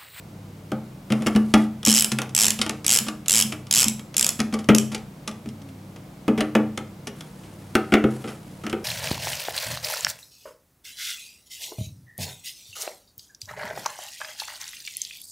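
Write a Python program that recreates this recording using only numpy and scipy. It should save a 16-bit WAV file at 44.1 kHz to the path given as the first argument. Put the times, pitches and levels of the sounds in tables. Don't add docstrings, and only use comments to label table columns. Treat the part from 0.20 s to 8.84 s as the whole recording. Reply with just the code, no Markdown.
import sys
import numpy as np
from scipy import signal
from scipy.fft import rfft, irfft
from scipy.io import wavfile
from scipy.ndimage import uniform_filter1d

SR = 44100
rng = np.random.default_rng(int(sys.argv[2]) if len(sys.argv) > 2 else 0)


def waveform_to_disk(signal):
    frames = np.transpose(np.atleast_2d(signal))
    scaled = np.clip(frames, -1, 1) * 32767
    samples = np.round(scaled).astype(np.int16)
    wavfile.write(sys.argv[1], SR, samples)


N = 381024
RING = np.arange(SR * 2 // 5) / SR
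LEFT_RIGHT = np.array([[1], [-1]])
CLICK_S, KNOCK_S, BOOM_S = .003, .012, .025
MIDDLE_SCREW_S = 7.4

# frequency in Hz, relative level in dB, t60 in seconds.
CHASSIS_MODES = [(69, -31, 0.11), (129.3, -14.5, 0.94), (142, -18, 0.1), (192, -11.5, 0.21),
                 (216.7, 4.5, 0.47), (242.2, -8, 0.3)]
# start in seconds, length in seconds, teeth passed, extra time per tooth at
# the start and at the end as shares of that at full speed, brightness in dB per octave before each tooth's own
# share, relative rocking of the chassis in dB.
BACK_SWINGS = [(1.6508, .0756, 9, .85, .71, -3, -38), (1.7388, .1059, 11, .43, 2.53, 0, -42),
               (2.1489, .1557, 14, 1.05, 2.04, 1, -37), (2.6644, .1231, 13, 1.58, 1.56, .5, -32),
               (3.0823, .1406, 15, .62, .49, 0, -30), (3.5106, .1311, 15, 1.35, .95, 0, -26),
               (3.6824, 0, 1, 0, 0, -2, -42), (3.9668, .1234, 8, -.18, .58, 1, -48),
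               (4.5485, 0, 1, 0, 0, -3, -40), (4.5833, 0, 1, 0, 0, -3, -36)]


def from_db(db):
    return 10 ** (np.asarray(db) / 20)


def decay(t, t60):
    return np.exp(-np.log(1000) / t60 * t)


def level_one(x, span):
    return x / np.sqrt(np.mean(x[:int(span * SR)] ** 2) + 1e-20)


def add(out, s, sound):
    i = max(int(s * SR), 0)
    out[..., i:i + sound.shape[-1]] += sound[..., :out.shape[-1] - i]


def shaped(x, points):
    hz, db = np.transpose(points)
    f = np.maximum(np.fft.rfftfreq(len(x), 1 / SR), 1)
    gain = from_db(np.interp(np.log(f), np.log(hz), db))
    return irfft(rfft(x) * gain, len(x))


def coloured(points, size):
    return shaped(rng.standard_normal(size), points)


def ring(t, hz, db, t60, spread_db):
    signs = (-1) ** np.arange(len(hz))
    gain = from_db(db + spread_db * rng.standard_normal(len(hz))) * signs
    return gain @ (np.sin(2 * np.pi * hz[:, None] * t) * decay(t, t60[:, None]))


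def workshop(sound, pan_db, wet_db, t60=.33, build_s=0.0014, echo_s=.0138, echo=0.17, port_lead=0.18):
    # frequency in Hz, relative level in dB.
    room_colour = [(60, -36), (220, -12), (400, 8.5), (1500, 2), (3000, -4), (6000, -7.5), (10000, -7),
                   (16000, -2.5)]
    # frequency in Hz, relative level in dB.
    room_width = [(60, -51), (220, -40), (500, -13.5), (2000, -18.5), (6000, -16.5), (13000, -23)]
    t = RING[:SR // 4]
    envelope = decay(t, t60) * (1 - np.exp(-t / build_s))
    envelope = from_db(wet_db) * envelope / np.sqrt(np.sum(envelope ** 2))
    shared = coloured(room_colour, len(t))
    differing = coloured(room_width, len(t))
    paths = envelope * (shared + LEFT_RIGHT * differing)
    paths[:, 1] += 1
    paths[:, :3] += port_lead / 2 * LEFT_RIGHT * [1, 0, -1]
    paths[:, int(echo_s * SR)] += echo
    return signal.fftconvolve(sound[None], paths, axes=1) * from_db(pan_db * LEFT_RIGHT)


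def background(air_db=-45.5, beat_db=-52.5, beat_period_s=1.041, beat_crest_s=0.3):
    # frequency in Hz, relative level in dB per Hz.
    air_colour = [(15, -90), (25, -16), (69, -6), (86, -10), (152, -3.5), (340, -7.5), (399, -15.5),
                  (445, -13), (482, -12.5), (552, -14), (804, -17.5), (1850, -28.5), (2170, -26),
                  (2560, -29.5), (15500, -38)]
    # frequency in Hz, level against the shared part in dB.
    air_width = [(100, -29), (220, -21), (450, -11.5), (1000, -4), (3000, -4.5), (6000, -8.5), (12000, -19)]
    # frequency in Hz, rms level in dB.
    hum_tones = [(135, -51.5), (157, -50.5), (193, -49.5)]
    t = np.arange(N) / SR
    mid, side = (level_one(coloured(air_colour, N), N / SR) for _ in range(2))
    air = from_db(air_db) * (mid + shaped(side, air_width) * LEFT_RIGHT)
    hum = sum(from_db(db) * np.sin(2 * np.pi * (hz * t + rng.random())) for hz, db in hum_tones)
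    mains = 2 * np.pi * 100 * t
    motor = mains - 2 * np.pi * (t - beat_crest_s) / beat_period_s
    pair = np.sin(mains) + np.sin(motor)
    return air + np.sqrt(2) * (hum + from_db(beat_db) * pair)


def contact(drag, slips_per_s=2200, slip=0.3):
    t = RING[:SR // 12]
    slips = (rng.random(len(t)) < slips_per_s / SR) * rng.standard_normal(len(t))
    force = slip * slips * np.exp(-t / drag)
    force[0] = 1
    return force


def clank(drag, middle, low_db, high_db, dense_db=2.5, dense_s=0.0054, drag_share=1.0, split_hz=950):
    # frequency in Hz, t60 in seconds, relative level in dB struck at its edge,
    # relative level in dB struck at its middle screw.
    plate_modes = [(305.2, 0.48, -2, -5), (342, 0.092, -3, 4.5), (396, 0.11, -4.5, 1.5),
                   (444, 0.069, 1.5, 1.5), (524, 0.091, -4, -9), (622, 0.06, -3, -9),
                   (768.6, 0.12, -10, -8.5), (856, 0.075, -11.5, -21), (1160, 0.042, -8, -8),
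                   (1276, 0.04, -7.5, -0.5), (1386, 0.035, -7.5, 0.5), (1550, 0.03, -14, -6)]
    # frequency in Hz, relative level in dB per Hz.
    clank_colour = [(150, 3.5), (300, 21), (500, 5), (1000, -9.5), (1350, -8.5), (1700, -3.5), (2200, -0.5),
                    (3200, -4), (5000, -34)]
    t = RING[:SR // 5]
    hz, t60, edge_db, middle_db = np.transpose(plate_modes)
    answer = ring(t, hz, middle_db if middle else edge_db, t60, spread_db=0.5)
    modes = signal.fftconvolve(contact(drag), answer)[:len(t)]
    dense = coloured(clank_colour, len(t)) * np.exp(-t / (dense_s + drag_share * drag))
    plate = level_one(modes, KNOCK_S) + from_db(dense_db) * level_one(dense, KNOCK_S)
    low = signal.sosfilt(signal.butter(4, split_hz, "low", fs=SR, output="sos"), plate)
    high = signal.sosfilt(signal.butter(4, split_hz, "high", fs=SR, output="sos"), plate)
    return from_db(low_db) * level_one(low, KNOCK_S) + from_db(high_db) * level_one(high, KNOCK_S)


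def tick(drag, ring_s=0.0022, drag_share=0.92, grain_db=3.5):
    # frequency in Hz, relative level in dB per Hz.
    tick_colour = [(1200, -15), (2400, 0), (3300, 4.5), (4300, -3), (5300, 3), (7000, -3.5), (11300, -7),
                   (13000, -32), (16000, -50)]
    t = RING[:SR // 10]
    grain = from_db(grain_db * np.repeat(rng.standard_normal(len(t) // 30), 30))
    fade = np.exp(-t / (ring_s + drag_share * drag))
    return level_one(coloured(tick_colour, len(t)) * grain * fade, KNOCK_S)


def boom(middle, swell_s=0.0016, finger_damping=0.78, thud_db=-8.0, thud_t60=0.14):
    # frequency in Hz, relative level in dB per Hz.
    thud_colour = [(30, -34), (70, -12.5), (130, -16.5), (250, 0), (400, -19), (900, -55)]
    hz, db, t60 = np.transpose(CHASSIS_MODES)
    damping = finger_damping if middle else 1
    modes = level_one(ring(RING, hz, db, t60 * damping, spread_db=5.0), BOOM_S)
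    thud = level_one(coloured(thud_colour, len(RING)) * decay(RING, thud_t60), BOOM_S)
    swell = 1 - np.exp(-RING / swell_s)
    return level_one((modes + from_db(thud_db) * thud) * swell, BOOM_S)


def strike(s, clank_db, tick_db, drag, plate_db=0.5, steel_db=-.5):
    upper_share, upper_lift_db = 0.56, 2
    lift_per_db, usual_clank_db = 0.1255, -24.5
    middle_lift_db = 2.5
    middle = s > MIDDLE_SCREW_S
    lift_db = upper_lift_db + lift_per_db * (clank_db - usual_clank_db) + middle_lift_db * middle
    upper_db = clank_db + upper_share * (tick_db - clank_db) + lift_db
    sound = from_db(plate_db) * clank(drag, middle, clank_db, upper_db)
    add(sound, 0, from_db(tick_db + steel_db) * tick(drag))
    return s, sound


def rock(s, db, chassis_db=-1.5):
    return s, from_db(db + chassis_db) * boom(s > MIDDLE_SCREW_S)


def touch(s, db, clank_db=-13.5, drag_s=0.0026):
    return strike(s, db + clank_db, db, drag_s)


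def handling(push_share=.1, release_s=0.014, seat_drag_s=0.0031):
    # time in seconds, relative levels of boom, clank and
    # tick in dB, time constant of the bit's drag in seconds.
    knock_rows = [(.518, -25.5, -27, -42.5, 0.0021), (1.339, -11, -18.5, -20, 0.0012),
                  (1.669, -15.5, -30, -29.5, 0.002), (1.918, -24, -42.5, -24.5, 0.0022),
                  (1.9866, -56, -36, -25, 0.0022), (2.018, -44, -38.5, -31.5, .0023),
                  (2.3899, -24, -41, -31.5, 0.0007), (2.415, -38, -38, -18.5, 0.0026),
                  (2.463, -44, -32.5, -35, 0.0015), (2.495, -33.5, -38, -26, 0.0011),
                  (3.322, -38, -37.5, -33, 0.0047), (4.389, -34, -45, -40.5, 0.0091),
                  (4.488, -11.5, -13, -27.5, .0045), (5.076, -34, -42, -29.5, 0.0044),
                  (5.259, -28, -44, -53, 0.004), (5.7612, -62, -49, -51, .002),
                  (6.0804, -16.5, -18.5, -41, .003), (6.3519, -17.5, -17, -30, 0.0014),
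                  (6.5752, -33, -35, -31.5, 0.002), (6.8709, -38.5, -40, -34, .0033),
                  (7.234, -62, -54, -55, 0.038), (7.5531, -22, -16.5, -29, 0.002),
                  (7.8403, -16, -15.5, -49, 0.0014), (8.0422, -35, -34.5, -52, .0025),
                  (8.076, -39, -40.5, -43, 0.021), (8.5287, -29, -23.5, -45, .0008)]
    # time of the drop in seconds,
    # slide before it in seconds, relative levels of boom, clank and tick in dB.
    seatings = [(.922, .019, -17.5, -28.5, -30.5), (1.022, .014, -23.5, -36.5, -42.5),
                (1.068, .006, -18, -25.5, -27), (1.161, .011, -13, -28, -31.5),
                (2.884, .019, -32, -38.5, -29.5), (4.2017, .0103, -19.5, -35, -25),
                (4.3389, .0125, -21, -33.5, -32), (4.7468, .029, -33, -39.5, -29.5),
                (6.2064, .029, -21, -25, -29.5), (7.739, .0173, -14.5, -14.5, -28),
                (8.4656, .029, -29.5, -33, -38)]
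    # time in seconds,
    # relative tick level in dB.
    touches = [(1.63, -36.5), (2.093, -45), (2.645, -32.5), (3.06, -39.5), (3.4688, -46), (3.794, -42),
               (3.942, -38), (4.443, -46.5), (4.779, -48), (5.113, -46), (5.289, -45.5), (5.418, -52),
               (5.4889, -53.5), (7.008, -39.5), (8.497, -37.5)]
    landing_clank_db, landing_tick_db, slide_share = -4, -10, 0.64
    for s, boom_db, clank_db, tick_db, drag in knock_rows:
        yield strike(s, clank_db, tick_db, drag)
        yield rock(s, boom_db)
    for s, slide, boom_db, clank_db, tick_db in seatings:
        landing = s - slide
        yield strike(landing, clank_db + landing_clank_db, tick_db + landing_tick_db, slide_share * slide)
        yield rock(landing + push_share * slide, boom_db)
        yield strike(s, clank_db, tick_db, seat_drag_s)
    for s, db in touches:
        yield touch(s, db)
    for start, length, *_, rock_db in BACK_SWINGS:
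        yield rock(start + length + release_s, rock_db)


def knocks(wet_db=-6.0):
    # time in seconds,
    # relative boom level in dB, pan to the left in dB.
    thump_row = (4.499, -8.5, 1.3)
    # low modes in dB, high modes in dB, time constant in seconds.
    thump_rattle = (-25, -23, 0.0037)
    out = np.zeros((2, N))
    for s, sound in handling():
        add(out, s, workshop(sound, pan_db=0.3, wet_db=wet_db))
    s, boom_db, pan_db = thump_row
    low_db, high_db, rattle_s = thump_rattle
    _, thump = rock(s, boom_db)
    add(thump, 0, clank(rattle_s, False, low_db, high_db))
    add(out, s, workshop(thump, pan_db, wet_db))
    return out


def fingers(grain_db=2.5, fade_s=0.049):
    # start in seconds, length in seconds, relative level in dB.
    rubs = [(0.903, .46, -51), (1.33, .15, -44.5), (5.038, 0.31, -73), (6.933, 0.21, -53),
            (7.115, 2.8, -56), (7.86, .33, -54)]
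    # frequency in Hz, relative level in dB per Hz.
    rustle_colour = [(800, 9), (2500, 1), (6000, -2.5), (11000, -0.5), (15000, -21)]
    t = np.arange(N) / SR
    grain = level_one(uniform_filter1d(rng.standard_normal(N), size=300), N / SR)
    level = np.zeros(N)
    for s, length, db in rubs:
        nearest_end = np.minimum(t - s, s + length - t)
        level += from_db(db) * np.clip(nearest_end / fade_s, 0, 1)
    return level * from_db(grain_db * grain) * level_one(coloured(rustle_colour, N), N / SR)


def tooth_times(start, length, teeth, slow_start, slow_end):
    speed_up_teeth, brake_teeth = 2.683, 1.615
    k = np.arange(round(teeth) - 1)
    gaps = 1 + slow_start * np.exp(-k / speed_up_teeth) + slow_end * np.exp(-k[::-1] / brake_teeth)
    return start + length * np.append(0, np.cumsum(gaps) / gaps.sum())


def snap(tilt_db, hiss_db=-2.0, hiss_t60=0.011, bounce=1.0, bounce_s=0.00088, detune=0.015):
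    # frequency in Hz before detuning, relative level in dB before the tilt,
    # t60 in seconds.
    tool_modes = [(3010, -9, 0.017), (3230, -12, 0.021), (5250, 3.5, 0.0082), (5800, 1, 0.0074),
                  (6680, 2.5, 0.01), (7490, 7, 0.0082), (7865, 7.5, 0.0076), (9300, -2.5, 0.0081),
                  (10500, -3.5, 0.0085), (11980, -24, .008)]
    # frequency in Hz, relative level in dB per Hz.
    snap_colour = [(300, -14.5), (1000, -17.5), (1800, -10.5), (2800, 4.5), (4300, -1), (5500, 5),
                   (8000, -0.5), (11500, 2.5), (13500, -10.5), (16000, -18)]
    t = RING[:SR // 40]
    hz, db, t60 = np.transpose(tool_modes)
    tilted = db + tilt_db * np.log2(hz / hz.mean())
    detuned = hz * (1 + detune * rng.standard_normal(len(hz)))
    steel = level_one(ring(t, detuned, tilted, t60, spread_db=1.0), CLICK_S)

    def hit():
        hiss = coloured(snap_colour, len(t)) * decay(t, hiss_t60)
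        return steel + from_db(hiss_db) * level_one(hiss, CLICK_S)

    click = hit()
    add(click, bounce_s * rng.uniform(.5, 1.4), bounce * hit())
    return level_one(click, CLICK_S)


def ratchet(level_db=-13.0, shake_db=-46.5, lean_db=2.0, usual_gap_s=0.01, brighten_db=4.5):
    out = np.zeros((2, N))
    hz, db, t60 = np.transpose(CHASSIS_MODES)
    shake = from_db(shake_db + db) @ (np.sin(2 * np.pi * hz[:, None] * RING) * decay(RING, t60[:, None]))
    for *swing, tilt_db, _ in BACK_SWINGS:
        times = tooth_times(*swing)
        settled = np.clip(np.log2(np.diff(times, prepend=0) / usual_gap_s), -1, 1)
        for s, rest, lean in zip(times, settled, np.linspace(-1, 1, len(times))):
            click = from_db(level_db) * snap(tilt_db + brighten_db * rest)
            add(out, s, workshop(click, pan_db=-0.5, wet_db=-2.5))
            add(out, s, from_db(lean_db * lean) * shake)
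    return out


def falling_tones():
    # start in seconds, length in seconds, first and last frequency in Hz, rms level at the crest in dB.
    tone_rows = [(5.3, 0.41, 305, 233, -47), (6.5, 0.41, 219, 151, -50), (6.9, 0.36, 175, 126.7, -54.5)]
    out = np.zeros(N)
    for s, length, from_hz, to_hz, db in tone_rows:
        hz = np.geomspace(from_hz, to_hz, int(length * SR))
        fade = np.sqrt(2 * np.hanning(len(hz)))
        add(out, s, from_db(db) * fade * np.sin(2 * np.pi * np.cumsum(hz) / SR))
    return out


def scene():
    return background() + knocks() + fingers() + ratchet() + falling_tones()


def record(dry):
    lean = signal.sosfilt(signal.butter(2, 32, "high", fs=SR, output="sos"), dry)
    rounded = lean / (1 + (lean / .95) ** 4) ** (1 / 4)
    return signal.sosfilt(signal.ellip(10, .1, 80, 15900, fs=SR, output="sos"), rounded)


dry = scene()
out = record(dry)
waveform_to_disk(out)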